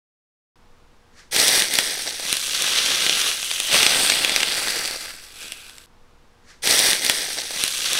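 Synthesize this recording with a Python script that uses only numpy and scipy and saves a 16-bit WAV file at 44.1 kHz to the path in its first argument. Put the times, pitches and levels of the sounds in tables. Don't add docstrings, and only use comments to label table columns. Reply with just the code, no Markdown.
import sys
import numpy as np
from scipy import signal
from scipy.fft import rfft, irfft
from scipy.io import wavfile
from scipy.ndimage import map_coordinates

SR = 44100
rng = np.random.default_rng(int(sys.argv[2]) if len(sys.argv) > 2 else 0)


def pcm_store(signal):
    levels = np.round(np.clip(np.atleast_2d(signal), -1, 1) * 32767)
    wavfile.write(sys.argv[1], SR, levels.astype(np.int16).T)


N = 352359
LOW_HZ, HIGH_HZ, TOP_HZ = 1100, 6800, 15800


def amp(db):
    return 10 ** (np.asarray(db) / 20)


def unit(x):
    return x / np.sqrt(np.mean(x ** 2) + 1e-20)


def along(points, hz):
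    point_hz, values = np.transpose(points)
    return np.interp(np.log(hz + 1), np.log(point_hz + 1), values)


def wobble(rate_hz):
    knots = rng.standard_normal(int(N * rate_hz / SR) + 4)
    return map_coordinates(knots, [np.arange(N) * rate_hz / SR])


def coloured(x, gain, size=4096):
    hz = np.fft.rfftfreq(size, 1 / SR)
    cepstrum = irfft(np.log(np.maximum(gain(hz), 1e-6)))
    cepstrum[1:size // 2] *= 2
    cepstrum[size // 2 + 1:] = 0
    impulse = irfft(np.exp(rfft(cepstrum)))
    return signal.oaconvolve(x, impulse)[:len(x)]


def band(hz, index, order=12):
    low = 1 / (1 + (hz / LOW_HZ) ** order)
    below_high = 1 / (1 + (hz / HIGH_HZ) ** order)
    return np.sqrt(np.abs([low, below_high - low, 1 - below_high][index]))


def ventilation():
    # frequency in Hz, relative level in dB.
    air_colour = [(10, -1.5), (19, 4), (28, -7), (38, -20), (70, -13.5), (150, -20), (240, -21), (600, -25),
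                  (950, -23), (2000, -30.5), (5000, -36.5), (9000, -44), (15600, -53.5)]
    # frequency in Hz, rms level in dB.
    hum_tones = [(59.5, -67), (120, -77.5), (240, -73.5), (360, -77), (481, -69.5)]
    t = np.arange(N) / SR
    air = unit(coloured(rng.standard_normal(N), lambda hz: amp(along(air_colour, hz)), size=16384))
    hum = sum(amp(db) * np.sqrt(2) * np.sin(2 * np.pi * hz * t + 0.53 * wobble(rate_hz=6.9))
              for hz, db in hum_tones)
    return amp(-51.5) * air + hum


def soft_hiss():
    # frequency in Hz, relative level in dB.
    colour = [(300, -17.5), (1000, -3.5), (1700, 9), (2800, -1), (5200, 2), (9000, -7.5), (15000, -29.5)]
    peak_s, peak_db, rise_db_per_s, fall_db_per_s = 1.195, -47, 264, 185
    t = np.arange(N) / SR - peak_s
    level_db = peak_db + np.minimum(rise_db_per_s * t, -fall_db_per_s * t)
    return amp(level_db) * unit(coloured(rng.standard_normal(N), lambda hz: amp(along(colour, hz))))


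def strengths(spread_db, max_db, count):
    return amp((spread_db * rng.exponential(size=count)) % max_db)


def bursts(spread_db, life_s, count):
    strength = strengths(spread_db, max_db=20, count=count)
    onsets = np.bincount(rng.integers(0, N, count), strength ** 2, N)
    power = signal.lfilter([1], [1, -np.exp(-2 / (life_s * SR))], onsets)
    return unit(np.sqrt(power) * rng.standard_normal(N))


def bubbles(spread_db, life_s, count, size=128):
    t = np.arange(size) / SR
    starts = rng.integers(0, N, (count, 1))
    hz = rng.uniform(0, TOP_HZ, (count, 1))
    strength = strengths(spread_db, max_db=18, count=count)[:, None]
    rings = strength * np.exp(-t / life_s) * np.sin(2 * np.pi * hz * t)
    return unit(np.bincount((starts + np.arange(size)).ravel(), rings.ravel(), N)[:N])


def boil_textures():
    tearing = bursts(spread_db=5, life_s=0.00087, count=9000)
    spitting = bursts(spread_db=5.2, life_s=0.0016, count=2600)
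    ticking = bursts(spread_db=4.5, life_s=0.0001, count=7000)
    ringing = bubbles(spread_db=4, life_s=0.0006, count=28000)
    steam = rng.standard_normal(N)
    sputter = amp(-6.5) * tearing + spitting + amp(-2.5) * ringing + amp(-9.5) * steam
    crackle = tearing + amp(-2.5) * spitting + amp(-4) * ticking + amp(-1) * ringing + amp(-4.5) * steam
    spray = tearing + amp(-13) * spitting + amp(-3) * ticking + amp(-4) * ringing + amp(-1.5) * steam
    return unit(sputter), unit(crackle), unit(spray)


def sizzle():
    # time in seconds, crackle level in dB.
    boil_levels = [(1.32, -31), (1.33, -25.5), (1.36, -20), (1.57, -19), (1.69, -29.5), (1.74, -24),
                   (2.16, -32.5), (2.34, -26.5), (2.4, -30), (2.58, -26.0), (2.59, -23.5), (2.83, -21),
                   (3.3, -23.5), (3.4, -33), (3.67, -30), (3.74, -17.5), (4.31, -24), (4.87, -28.5),
                   (5.0, -36.5), (5.02, -33.5), (5.2, -44.5), (5.33, -47.5), (5.41, -39.5), (5.5, -41),
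                   (5.85, -54.5)]
    # start in seconds, sputter and spray level in dB
    # re crackle at full boil, spray slope in dB per dB of crackle.
    stages = [(1.2, -12.5, -5.5, 1.22), (2.25, -17.5, -3.5, 0.27), (3.689, -12, -7.5, 0.91),
              (4.55, -11, -5.5, 0.98), (5.3, -10, -9, 0.83)]
    # frequency in Hz, relative level in dB.
    first_gush = [(50, -22.5), (150, -14.5), (520, -6), (900, -9.5), (1100, -12.5), (1500, -2.5), (1900, 3),
                  (2700, -1), (3600, 3.5), (4600, 2.5), (5800, 2), (7100, -8), (8700, 2.5), (12500, -8),
                  (15600, -14)]
    trickle = [(50, -21.5), (150, -11.5), (520, -4), (950, -8.5), (1550, -4.5), (2200, -4), (3000, 1.5),
               (3900, 1), (4900, -3.5), (5800, -3.5), (7200, -10), (9500, -7), (12500, -17), (15600, -23)]
    second_gush = [(50, -26.5), (150, -19), (520, -11.5), (850, -13), (1030, -16), (1300, -4.5), (2000, 0),
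                   (3400, 3.5), (4800, 1), (7000, -10.5), (8600, -2.5), (10800, -9.5), (13000, -13.5),
                   (15600, -19)]
    soaking = [(50, -19), (150, -13.5), (520, -4), (1050, -9), (1450, 0), (2300, 0.5), (3300, -3),
               (4600, 2), (5700, -4.5), (6800, -11.5), (7900, -6), (9600, -6.5), (11500, -10.5),
               (15600, -20)]
    last_dribble = [(100, -19), (450, -15), (1000, -19.5), (1450, -2.5), (2000, -9), (2600, -3.5),
                    (3700, -0.5), (6900, -9), (8100, 1), (9200, -5), (10400, 3), (11700, -5), (13000, -3),
                    (15600, -15)]
    contact_s, wetting_s, blend_s = 1.309, 0.013, 0.11
    full_boil_db, flutter_db, sputter_slope = -29, 0.6, 1.11
    t = np.arange(N) / SR
    vigour_db = np.interp(t, *np.transpose(boil_levels)) - full_boil_db
    hiss_share = np.clip(vigour_db / 20, 0, 0.35)
    starts_s, sputter_db, spray_db, spray_slope = np.transpose(stages)
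    stage = sum(np.clip((t - start_s) / blend_s + 0.5, 0, 1) for start_s in starts_s[1:])
    textures = boil_textures()
    out = amp(vigour_db) * hollows(rng.standard_normal(N))
    for index, texture in enumerate(textures):
        boil = np.sqrt(1 - hiss_share) * texture + np.sqrt(hiss_share) * rng.standard_normal(N)
        for k, colour in enumerate([first_gush, trickle, second_gush, soaking, last_dribble]):
            crossfade = np.clip(1 - np.abs(stage - k), 0, 1)
            slope, db = [(sputter_slope, sputter_db[k]), (1, 0), (spray_slope[k], spray_db[k])][index]
            layer = unit(coloured(boil, lambda hz: amp(along(colour, hz)) * band(hz, index)))
            out += crossfade * amp(db + slope * vigour_db) * layer
    wetted = np.clip((t - contact_s) / wetting_s, 0, 1)
    return out * wetted * amp(full_boil_db + flutter_db * wobble(rate_hz=40))


def hollows(steam, fade_s=0.13):
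    # start and end in seconds, centre and width in Hz, level in dB re crackle.
    resonances = [(1.326, 1.68, 4650, 170, -13), (1.338, 1.954, 1884, 300, -12.5),
                  (2.15, 2.417, 2870, 277, -13.5), (3.12, 3.33, 10100, 1400, -11),
                  (3.394, 3.742, 3090, 330, -1.5), (3.42, 3.96, 6060, 200, -11.5),
                  (3.519, 4.245, 8500, 700, -12.5), (3.97, 4.1, 8700, 1400, -6),
                  (4.564, 4.867, 1950, 150, -12), (4.62, 5.098, 4550, 350, -9),
                  (5.33, 5.737, 2500, 350, -4), (5.63, 5.86, 1520, 160, -6)]
    t, out = np.arange(N) / SR, np.zeros(N)
    for start_s, end_s, hz, width_hz, db in resonances:
        opening = np.clip(np.minimum(t - start_s, end_s - t) / fade_s + 0.5, 0, 1)
        singing = unit(signal.lfilter(*signal.iirpeak(hz, hz / width_hz, SR), steam))
        out += opening * amp(db) * singing
    return out


def pops(size=1024):
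    # start in seconds, level in dB, ring pitch in Hz, spray level in dB.
    drops = [(1.3633, -2.5, 1830, -19), (1.3923, -6, 4600, -22.5), (1.4007, -0.5, 4580, -16.5),
             (1.481, -1.5, 3650, -12.5), (1.602, -4, 4660, -17.5), (1.6218, -0.5, 4700, -19.5),
             (1.7383, -6, 3290, -19), (1.754, -3.5, 4310, -21.5), (1.7874, 4, 2240, -13.5),
             (2.3276, -2, 2940, -13.5), (2.3693, -8.5, 3850, -21), (2.6223, -8.5, 2990, -19),
             (3.0648, -1.5, 3210, -25), (3.0954, 1, 3780, -30), (3.4289, -9, 3000, -34),
             (3.5132, -5, 3130, -32), (3.6015, -6, 3400, -19.5), (3.8302, 0, 3540, -21),
             (3.8649, 4, 2880, -17), (4.0996, 3, 3610, -21.5), (4.12, -1, 2420, -26),
             (4.2474, 1.5, 3410, -22.5), (4.2948, -2, 3020, -28.5), (4.362, 3, 3630, -18),
             (4.4036, -5, 2390, -34), (4.4309, 1.5, 2750, -23), (4.4862, -8.5, 2280, -32),
             (4.683, -7, 1880, -27), (4.8572, -9, 4430, -27), (5.5209, -14, 3230, -27.5),
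             (5.696, -24, 2850, -46), (5.7827, -24.5, 4720, -39.5)]
    # frequency in Hz, relative level in dB.
    colour = [(60, -16.5), (400, -6), (1100, -13), (2200, 5), (4200, 3), (6500, -4), (9000, 0),
              (15000, -20.5)]
    mid_drop_hz, mid_drop_life_s, spray_life_s = 2960, 0.0012, 0.00055
    crack_db, thud_db, thud_db_per_octave = -12.5, -26.5, -5
    t, out = np.arange(size) / SR, np.zeros(N + size)
    energy_gain = np.sqrt(0.003 * SR / size)

    def puff(life_s, ring_hz, index):
        def gain(hz):
            lift_db = 4 / (1 + ((hz - ring_hz) / 700) ** 2)
            return band(hz, index) * amp(along(colour, hz) + lift_db)
        return unit(coloured(rng.standard_normal(size) * np.exp(-t / life_s), gain))

    for start_s, level_db, ring_hz, spray_db in drops:
        octaves = np.log2(ring_hz / mid_drop_hz)
        life_s = mid_drop_life_s * mid_drop_hz / ring_hz
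        ring = unit(np.sin(2 * np.pi * ring_hz * t) * np.exp(-t / (0.7 * life_s)))
        crack = amp(crack_db) * unit(puff(life_s, ring_hz, index=1) + amp(-11) * ring)
        thud = amp(thud_db + thud_db_per_octave * octaves) * puff(life_s, ring_hz, index=0)
        spray = amp(spray_db) * puff(spray_life_s, ring_hz, index=2)
        out[round(start_s * SR):][:size] += energy_gain * (amp(level_db) * (crack + thud) + spray)
    return out[:N]


def scatter(x, life_s=0.007, rise_s=0.0005, size=1024):
    t = np.arange(size) / SR
    echoes = rng.standard_normal(size) * np.exp(-t / life_s) * (1 - np.exp(-t / rise_s))
    high_pass = signal.butter(1, LOW_HZ, "highpass", fs=SR)
    echoes = signal.lfilter(*high_pass, echoes)
    return signal.oaconvolve(x, echoes / np.linalg.norm(echoes))[:N]


def room(x, delay_s=0.004):
    # frequency in Hz, time to fall 60 dB in seconds.
    decay_times = [(200, 0.12), (2000, 0.44), (12000, 0.18)]
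    hz, t, spectra = signal.stft(rng.standard_normal(SR // 2), SR, nperseg=256)
    decay = amp(-60 * t / along(decay_times, hz)[:, None])
    _, tail = signal.istft(spectra * decay, SR, nperseg=256)
    delayed = np.pad(x, (round(delay_s * SR), 0))
    return signal.fftconvolve(delayed, tail / np.linalg.norm(tail))[:N]


def scene():
    frying = sizzle() + pops()
    near = frying + amp(-13) * scatter(frying)
    return (near + amp(-16) * room(frying) + soft_hiss() + ventilation())[None]


def record(dry):
    cut_in_s, cut_out_s, repeat_after_s = 0.557, 5.861, 5.310113
    ceiling = 0.9
    t = np.arange(N) / SR
    once = dry * ((t > cut_in_s) & (t < cut_out_s))
    twice = once + np.pad(once, ((0, 0), (round(repeat_after_s * SR), 0)))[:, :N]
    rounded = twice / (1 + np.abs(twice / ceiling) ** 6) ** (1 / 6)
    low_pass = signal.firwin(401, TOP_HZ, window="blackman", fs=SR)
    return signal.fftconvolve(rounded, low_pass[None], mode="same")


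dry = scene()
out = record(dry)
pcm_store(out)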